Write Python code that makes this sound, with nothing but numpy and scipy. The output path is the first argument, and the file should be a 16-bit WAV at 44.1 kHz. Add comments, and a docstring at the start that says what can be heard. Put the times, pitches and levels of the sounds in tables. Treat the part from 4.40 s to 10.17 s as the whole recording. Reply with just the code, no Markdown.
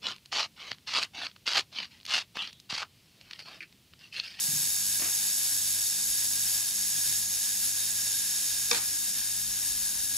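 """A handheld laser welder hisses along a steel tube on a steel bench in a workshop.
Shielding gas and boiling melt excite narrow resonances of nozzle and tube; the beam swings across the
seam, modulating the hiss into a flutter, and sparks crackle. One sharp knock rings the modes of the
steel and shifts the tube, after which the hiss is softer. Behind it are dull bumps, a faint distant
clatter, the power unit's hum beating slowly against its motor, and the drone and rumble of the room."""
import sys
import numpy as np
from scipy import signal
from scipy.fft import rfft, irfft, next_fast_len
from scipy.io import wavfile
from scipy.ndimage import map_coordinates

SR = 44100
rng = np.random.default_rng(int(sys.argv[2]) if len(sys.argv) > 2 else 0)


def transcribe(signal):
    """Save signal, clipped to [-1, 1], as a 16-bit WAV file at the path in sys.argv[1]."""
    frames = np.atleast_2d(signal).T
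    limited = np.clip(frames, -1, 1)
    pcm = np.round(limited * 32767).astype(np.int16)
    wavfile.write(sys.argv[1], SR, pcm)


N = 254456
TIME = np.arange(N) / SR

# path of the torch: (time [s], share of the seam [0-1])
TORCH_TRAVEL = [(0, 0.12), (3, 0.35), (4.2, 0.56), (4.7, 0.57)]
# the knock and its bounces: (time [s], level [dB], t60 [s])
KNOCK_IMPACTS = [(4.312, -16, 0.031), (4.324, -31, 0.027), (4.329, -23, 0.041), (4.3462, -22.5, 0.032),
                 (4.362, -34, 0.058)]


def weld():
    """Flow and boiling noise: melt sizzles over rushing gas, dulling along the seam and moving left."""
    # the melt flares (+) or falters (-): (time [s], length [s], level change [dB])
    flares = [(0, 0.25, -1.4), (.22, 0.24, 0.6), (.62, 0.1, -0.2), (.78, 0.079, 0.5), (1.05, 0.25, .7),
              (1.64, 0.28, 0), (2.15, 0.3, 1), (2.3, 0.15, -1.5), (2.65, 0.19, 1.4), (2.87, .08, -2.7),
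              (3.26, .06, 1.3), (3.33, 0.043, -1), (5.28, .07, 1.5), (5.42, 0.14, 0.7)]
    # gain of each band: (start [dB], change over the seam [dB], change at the tube's shift [dB],
    # flare weight [ratio], waver [dB])
    gas_gain = (-42.5, -1, -1.4, 0.96, 0.88)
    sizzle_gain = (-33, 0.5, -1.4, 0.7, 0.28)
    fizz_gain = (-33, -9, 0.5, 1.2, 0.57)
    travel, = curves(TORCH_TRAVEL)
    since_knock = TIME - KNOCK_IMPACTS[0][0]
    shifted = np.clip(since_knock / .12 + .5, 0, 1)  # the tube shifts in 0.12 s, at the knock
    flare_db = humps(flares)

    def level(start_db, seam_db, shift_db, flare_weight, waver_db):
        """Gain of one band over time: factors add in decibels."""
        trend_db = start_db + seam_db * travel + shift_db * shifted
        return amp(trend_db + flare_weight * flare_db + waver_db * wobble(18))

    vapour = bench_echoes(melt())
    sizzle = level(*sizzle_gain) * jet_band(vapour, 4300, 9180)
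    fizz = level(*fizz_gain) * jet_band(vapour, 9620, 17600)
    gas = level(*gas_gain) * jet_band(vapour + .91 * rng.standard_normal((2, N)), 100, 4370)
    hiss = gas + sizzle + fizz
    # the shift increases the left channel's phase lead and level; the level then keeps moving left
    stereo = (1 - shifted) * microphones(hiss, lead=1.03) + shifted * microphones(hiss, lead=1.5)
    pan_db = .1 + .7 * shifted + .7 * np.maximum(since_knock, 0)
    return stereo * amp(.5 * np.array([pan_db, -pan_db]))


def melt(swing_hz=49.33, flutter_db=1.15, dwell_db=.42, spark_db=-16, sparks_per_s=1200):
    """Amplitude modulation: vapour spurts at both turns of the beam; the pool boils and throws sparks."""
    swing = 2 * np.pi * swing_hz * TIME + .077 * wobble(2.9)
    dwell = np.cos(4 * swing) + .5 * np.cos(5 * swing) + .5 * np.cos(6 * swing)
    spurt_db = flutter_db * np.cos(2 * swing) + dwell_db * dwell
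    boil_db = .3 * wobble(24.87) + .3 * wobble(160)
    sparks = (rng.random(N) < sparks_per_s / SR) * rng.uniform(-.51, 1, (2, N))
    return amp(spurt_db + boil_db) * (rng.standard_normal((2, N)) + amp(spark_db) * unit(sparks))


def jet_band(source, lo_hz, hi_hz):
    """Resonance: nozzle and tube lift narrow peaks in a band of the jet, varying as the torch travels."""
    # broad spectrum of the jet: (frequency [Hz], spectral level [dB])
    jet_spectrum = [(150, -45), (500, -23), (900, -18.5), (1300, -22), (2000, -16), (2600, -11),
                    (4100, -10.5), (4700, -6.5), (5900, -7.5), (9900, -5), (10900, 1.5), (11600, 0),
                    (12400, -7), (15000, -6), (15500, -13)]
    # nozzle and tube: (centre [Hz], width [Hz], lift at the seam's start [dB], lift at its end [dB])
    resonances = [(1651, 217, 11.5, 16.5), (3703, 108, 10.5, 11), (4550, 640, 3, -2), (5394, 276, 8.5, 7.5),
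                  (6580, 326, 13, 5.5), (6960, 200, 3.5, 7.5), (7760, 160, 10.5, -6),
                  (8430, 136, 10.5, 11.5), (9050, 110, 8.5, 9.5), (9400, 130, 7.5, 9.5),
                  (10580, 320, 1.5, 5.5), (13470, 400, 3.5, 10), (14200, 450, -5, 6.5)]

    def response(hz):
        """Band-pass gain with Lorentzian peaks, for each end of the seam."""
        lift_db = sum(np.outer(ends_db, 1 / (1 + (2 * (hz - centre) / width) ** 2))
                      for centre, width, *ends_db in resonances)
        band_power = np.abs(1 / (1 + (hz / hi_hz) ** 12) - 1 / (1 + (hz / lo_hz) ** 12))
        return (amp(along(jet_spectrum, hz) + lift_db) * np.sqrt(band_power))[:, None]

    at_start, at_end = filtered(source, response)
    travel, = curves(TORCH_TRAVEL)
    return (1 - travel) * unit(at_start) + travel * unit(at_end)


def bench_echoes(x, echo_db=-17.5, count=8):
    """Comb filtering: weak reflections off the bench come and go as the hands move."""
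    delays_s = rng.uniform(.002, .012, count)
    echoes = sum(np.tanh(2 * wobble(1.164)) * np.roll(x, int(s * SR), axis=-1) for s in delays_s)
    return x + amp(echo_db) * echoes


def knock(ring_db=-4.5, build_cycles=3.2):
    """Impact excites damped modes: steel strikes steel, rings briefly, bounces and skids to rest."""
    # noise of the impacts and of the skid: (frequency [Hz], spectral level [dB])
    crack_spectrum = [(100, -30), (230, 4), (340, -12), (650, -5.5), (850, 3), (1400, 2), (2100, 0.5),
                      (2600, 5), (2850, -11), (3200, 3), (3450, 4), (5400, 3), (7000, 0.5), (12000, -21),
                      (15000, -19)]
    skid_spectrum = [(300, -9), (2000, -5), (4700, 1), (6500, -4), (8000, 3), (9500, -6), (15000, -19)]
    # modes of the steel: (frequency [Hz], relative level [dB], t60 [s])
    steel_modes = [(476.5, -4, 0.1), (850, -19, 0.099), (1030, -15, 0.051), (1185, -11, 0.08),
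                   (1720, -20, 0.09), (2290, -7.5, 0.091), (2510, -9, 0.065), (2577, -3.5, 0.053),
                   (3640, -3, 0.052), (5350, 5.5, 0.023)]
    # sliding friction after the blow: (time [s], level [dB])
    skid_envelope = [(4.32, -76), (4.34, -36), (4.37, -30.5), (4.385, -34), (4.405, -71)]
    impacts = sum(amp(db) * decay(s, t60, attack=.00053) for s, db, t60 in KNOCK_IMPACTS)
    crack = impacts * noise(crack_spectrum)
    start, blow_db, _ = KNOCK_IMPACTS[0]
    ring = sum(amp(blow_db + ring_db + db) * damped_mode(start, hz, t60, attack=build_cycles / hz)
               for hz, db, t60 in steel_modes)
    skid_db, = curves(skid_envelope)
    skid = amp(skid_db) * noise(skid_spectrum)
    contact = microphones(hall(crack + skid, wet_db=-10.5), lead=1.3, spread=.89)
    return contact + hall(ring[None], wet_db=-17)


def bumps(thud_db=-12):
    """Soft impacts excite low frequencies: the bench's lowest mode sounds inside a dull thud."""
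    # bumps on the bench: (time [s], level [dB], frequency [Hz], t60 [s])
    blows = [(0.082, -37.5, 150, 0.23), (0.126, -43, 142, 0.52), (2.54, -49, 155, 0.28),
             (2.659, -49, 130, 0.26), (2.68, -58, 239, .25)]
    # noise around a bump: (frequency [Hz], spectral level [dB])
    thud_spectrum = [(50, -23), (110, -2), (170, -1), (230, -7), (330, -14), (800, -50)]
    ring = sum(amp(db) * damped_mode(s, hz, t60, attack=.0074) for s, db, hz, t60 in blows)
    thud_envelope = sum(amp(db + thud_db) * decay(s, t60=.76, attack=.01) for s, db, _, _ in blows)
    return ring + thud_envelope * microphones(noise(thud_spectrum))


def clatter():
    """Reverberation blurs distant impacts: metal put down further off arrives faint and dull."""
    # contacts of the metal: (time [s], level [dB], t60 [s])
    contacts = [(.592, -42, 0.14), (0.619, -31, 0.045), (0.653, -42, 0.17)]
    # their noise: (frequency [Hz], spectral level [dB])
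    contact_spectrum = [(100, -15), (220, 2), (350, -2), (480, 1), (650, -4), (900, -1), (1300, -5),
                        (2100, -3), (2600, 3), (3300, -3), (8000, -14)]
    envelope = sum(amp(db) * decay(s, t60, attack=.001) for s, db, t60 in contacts)
    return microphones(hall(envelope * noise(contact_spectrum), wet_db=-3.5))


def power_unit(mains_hz=49.975, motor_hz=49.32, fan_hz=276):
    """Beating: the motor slips behind the mains, so their hums swell and fade; a fan adds a tone."""
    # hum of the mains and of the motor: (harmonic [number], level [dB])
    mains_harmonics = [(2, -58), (4, -63.5), (6, -70)]
    motor_harmonics = [(2, -64.5), (3, -64.5), (4, -63.5)]
    mains = sum(amp(db) * tone(k * mains_hz, waver_db=.8, drift_rad=.1) for k, db in mains_harmonics)
    motor = sum(amp(db) * tone(k * motor_hz, waver_db=1.5, drift_rad=.2) for k, db in motor_harmonics)
    fan = amp(-67.5) * tone(fan_hz, waver_db=3, drift_rad=.3)
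    return mains + motor + fan


def tone(hz, waver_db, drift_rad, in_step_s=.49):
    """A partial of the hum, modulated in level and phase; partials add constructively at in_step_s."""
    lead_rad = np.array([[.2], [-.2]])  # the unit stands to the left
    phase = 2 * np.pi * hz * (TIME - in_step_s)
    return amp(waver_db * wobble(7.4)) * np.sin(phase + lead_rad + drift_rad * wobble(2.97))


def workshop(drone_db=-60.5, rumble_db=-65):
    """Ambient noise: a steady drone and a deep rumble that swells now and then."""
    # the room's two noises: (frequency [Hz], spectral level [dB])
    rumble_spectrum = [(15, -20), (30, -8), (48, 0.5), (65, -5), (100, -27.5)]
    drone_spectrum = [(50, -3), (90, 1.5), (150, -2), (185, 1), (270, 1), (390, -5), (470, -16), (600, -7),
                      (1200, -11.5), (3000, -50)]
    # swells of the rumble: (time [s], length [s], rise [dB])
    swells = [(1.74, .26, 8), (4.66, .13, 7), (5.09, .17, 12), (5.37, 0.2, 13), (5.57, .18, 12)]
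    rumble = amp(rumble_db + humps(swells)) * microphones(noise(rumble_spectrum))
    pan_right = amp([[-1.5], [1.5]])
    return pan_right * rumble + amp(drone_db) * microphones(noise(drone_spectrum))


def hall(x, wet_db):
    """Reverberation: x gains a diffuse tail that lasts longest in the midrange."""
    # reverberation of the workshop: (frequency [Hz], t60 [s])
    decay_times = [(150, 0.19), (500, 0.3), (2000, 0.57), (6000, 0.068), (14000, 0.036)]
    hz, t, spectra = signal.stft(rng.standard_normal((2, SR // 2)), SR, nperseg=256)
    absorption = np.exp(-np.log(1000) * t / along(decay_times, hz)[:, None])
    _, tail = signal.istft(spectra * absorption, SR, nperseg=256)
    tail /= np.linalg.norm(tail[0])
    return x + amp(wet_db) * signal.fftconvolve(x[:1], tail, axes=1)[:, :N]


def microphones(pair, lead=1, spread=0):
    """Partial coherence at two ports: lead scales their phase difference, spread diffuses the treble."""
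    # the ports: (frequency [Hz], left minus right [dB], left lead [rad], coherence [0-1])
    ports = [(100, 0, .1, .9), (500, .5, .1, .8), (1000, 0, 0, .75), (1700, -1, 0, .76),
             (2000, -.5, 0, .84), (3800, -.3, 0, .9), (4300, -2.5, .55, .64), (5400, -3.5, .85, .7),
             (6000, -1.5, .4, .62), (6700, -3.7, .6, .77), (7200, -6.5, 1, .5), (7850, -11, 1.5, .48),
             (8450, -1, 2.6, .76), (9400, 5.3, 2, .68), (10700, 6.3, 1.6, .76), (11600, 4.5, 1.2, .72),
             (12400, 2, 1.7, .48), (15000, 2, 1.6, .5)]

    def weights(hz):
        """Direct and diffuse gains, whose powers sum to one."""
        coherence = along(ports, hz, column=3) * (1 - spread * hz ** 2 / (hz ** 2 + 1200 ** 2))
        angle = np.arccos(np.clip(coherence, 0, 1)) / 2
        return np.array([np.cos(angle), np.sin(angle)])

    def sides(hz):
        """Each port takes half of the difference in level and phase."""
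        left = amp(along(ports, hz) / 2) * np.exp(.5j * lead * along(ports, hz, column=2))
        return np.array([left, 1 / left])

    direct, diffuse = filtered(pair, weights)
    return filtered(np.array([direct + diffuse, direct - diffuse]), sides)


def damped_mode(start, hz, t60, attack):
    """Free vibration: a sinusoid that builds up and dies away."""
    return decay(start, t60, attack) * np.sin(2 * np.pi * hz * (TIME - start))


def decay(start, t60, attack):
    """Exponential rise and decay after a blow; all times in seconds."""
    age = np.maximum(TIME - start, 0)
    return np.exp(-np.log(1000) * age / t60) * (1 - np.exp(-age / attack))


def noise(spectrum):
    """Two uncorrelated noises of rms 1 with the given spectrum."""
    return unit(filtered(rng.standard_normal((2, N)), lambda hz: amp(along(spectrum, hz))))


def filtered(x, response):
    """Linear filtering: the spectrum of x times a frequency response."""
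    size = next_fast_len(N + SR // 2)
    return irfft(rfft(x, size) * response(np.fft.rfftfreq(size, 1 / SR)), size)[..., :N]


def wobble(rate):
    """A smooth random curve, rate knots a second."""
    return map_coordinates(rng.standard_normal(int(N * rate / SR) + 4), [TIME * rate])


def humps(rows):
    """Sum of Gaussian swells from (time [s], length [s], level [dB]) rows."""
    return sum(db * np.exp(-(2 * (TIME - s) / length) ** 2) for s, length, db in rows)


def curves(rows):
    """Each column after the time, interpolated to one value per sample."""
    times, *columns = np.transpose(rows)
    return [np.interp(TIME, times, column) for column in columns]


def along(points, hz, column=1):
    """One column of a table, interpolated on a logarithmic frequency axis."""
    columns = np.transpose(points)
    return np.interp(np.log(hz + 1), np.log(columns[0] + 1), columns[column])


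def amp(db):
    """Decibels to gain."""
    return 10 ** (np.asarray(db) / 20)


def unit(x):
    """x scaled to rms 1."""
    return x / np.sqrt(np.mean(x ** 2) + 1e-20)


def scene():
    """Superposition of all sources, heard from above the bench."""
    return weld() + power_unit() + workshop() + bumps() + knock() + clatter()


def record(dry):
    """Band limiting: an ideal low-pass filter removes the highest treble."""
    return filtered(dry, lambda hz: hz < 15750)


dry = scene()
out = record(dry)
transcribe(out)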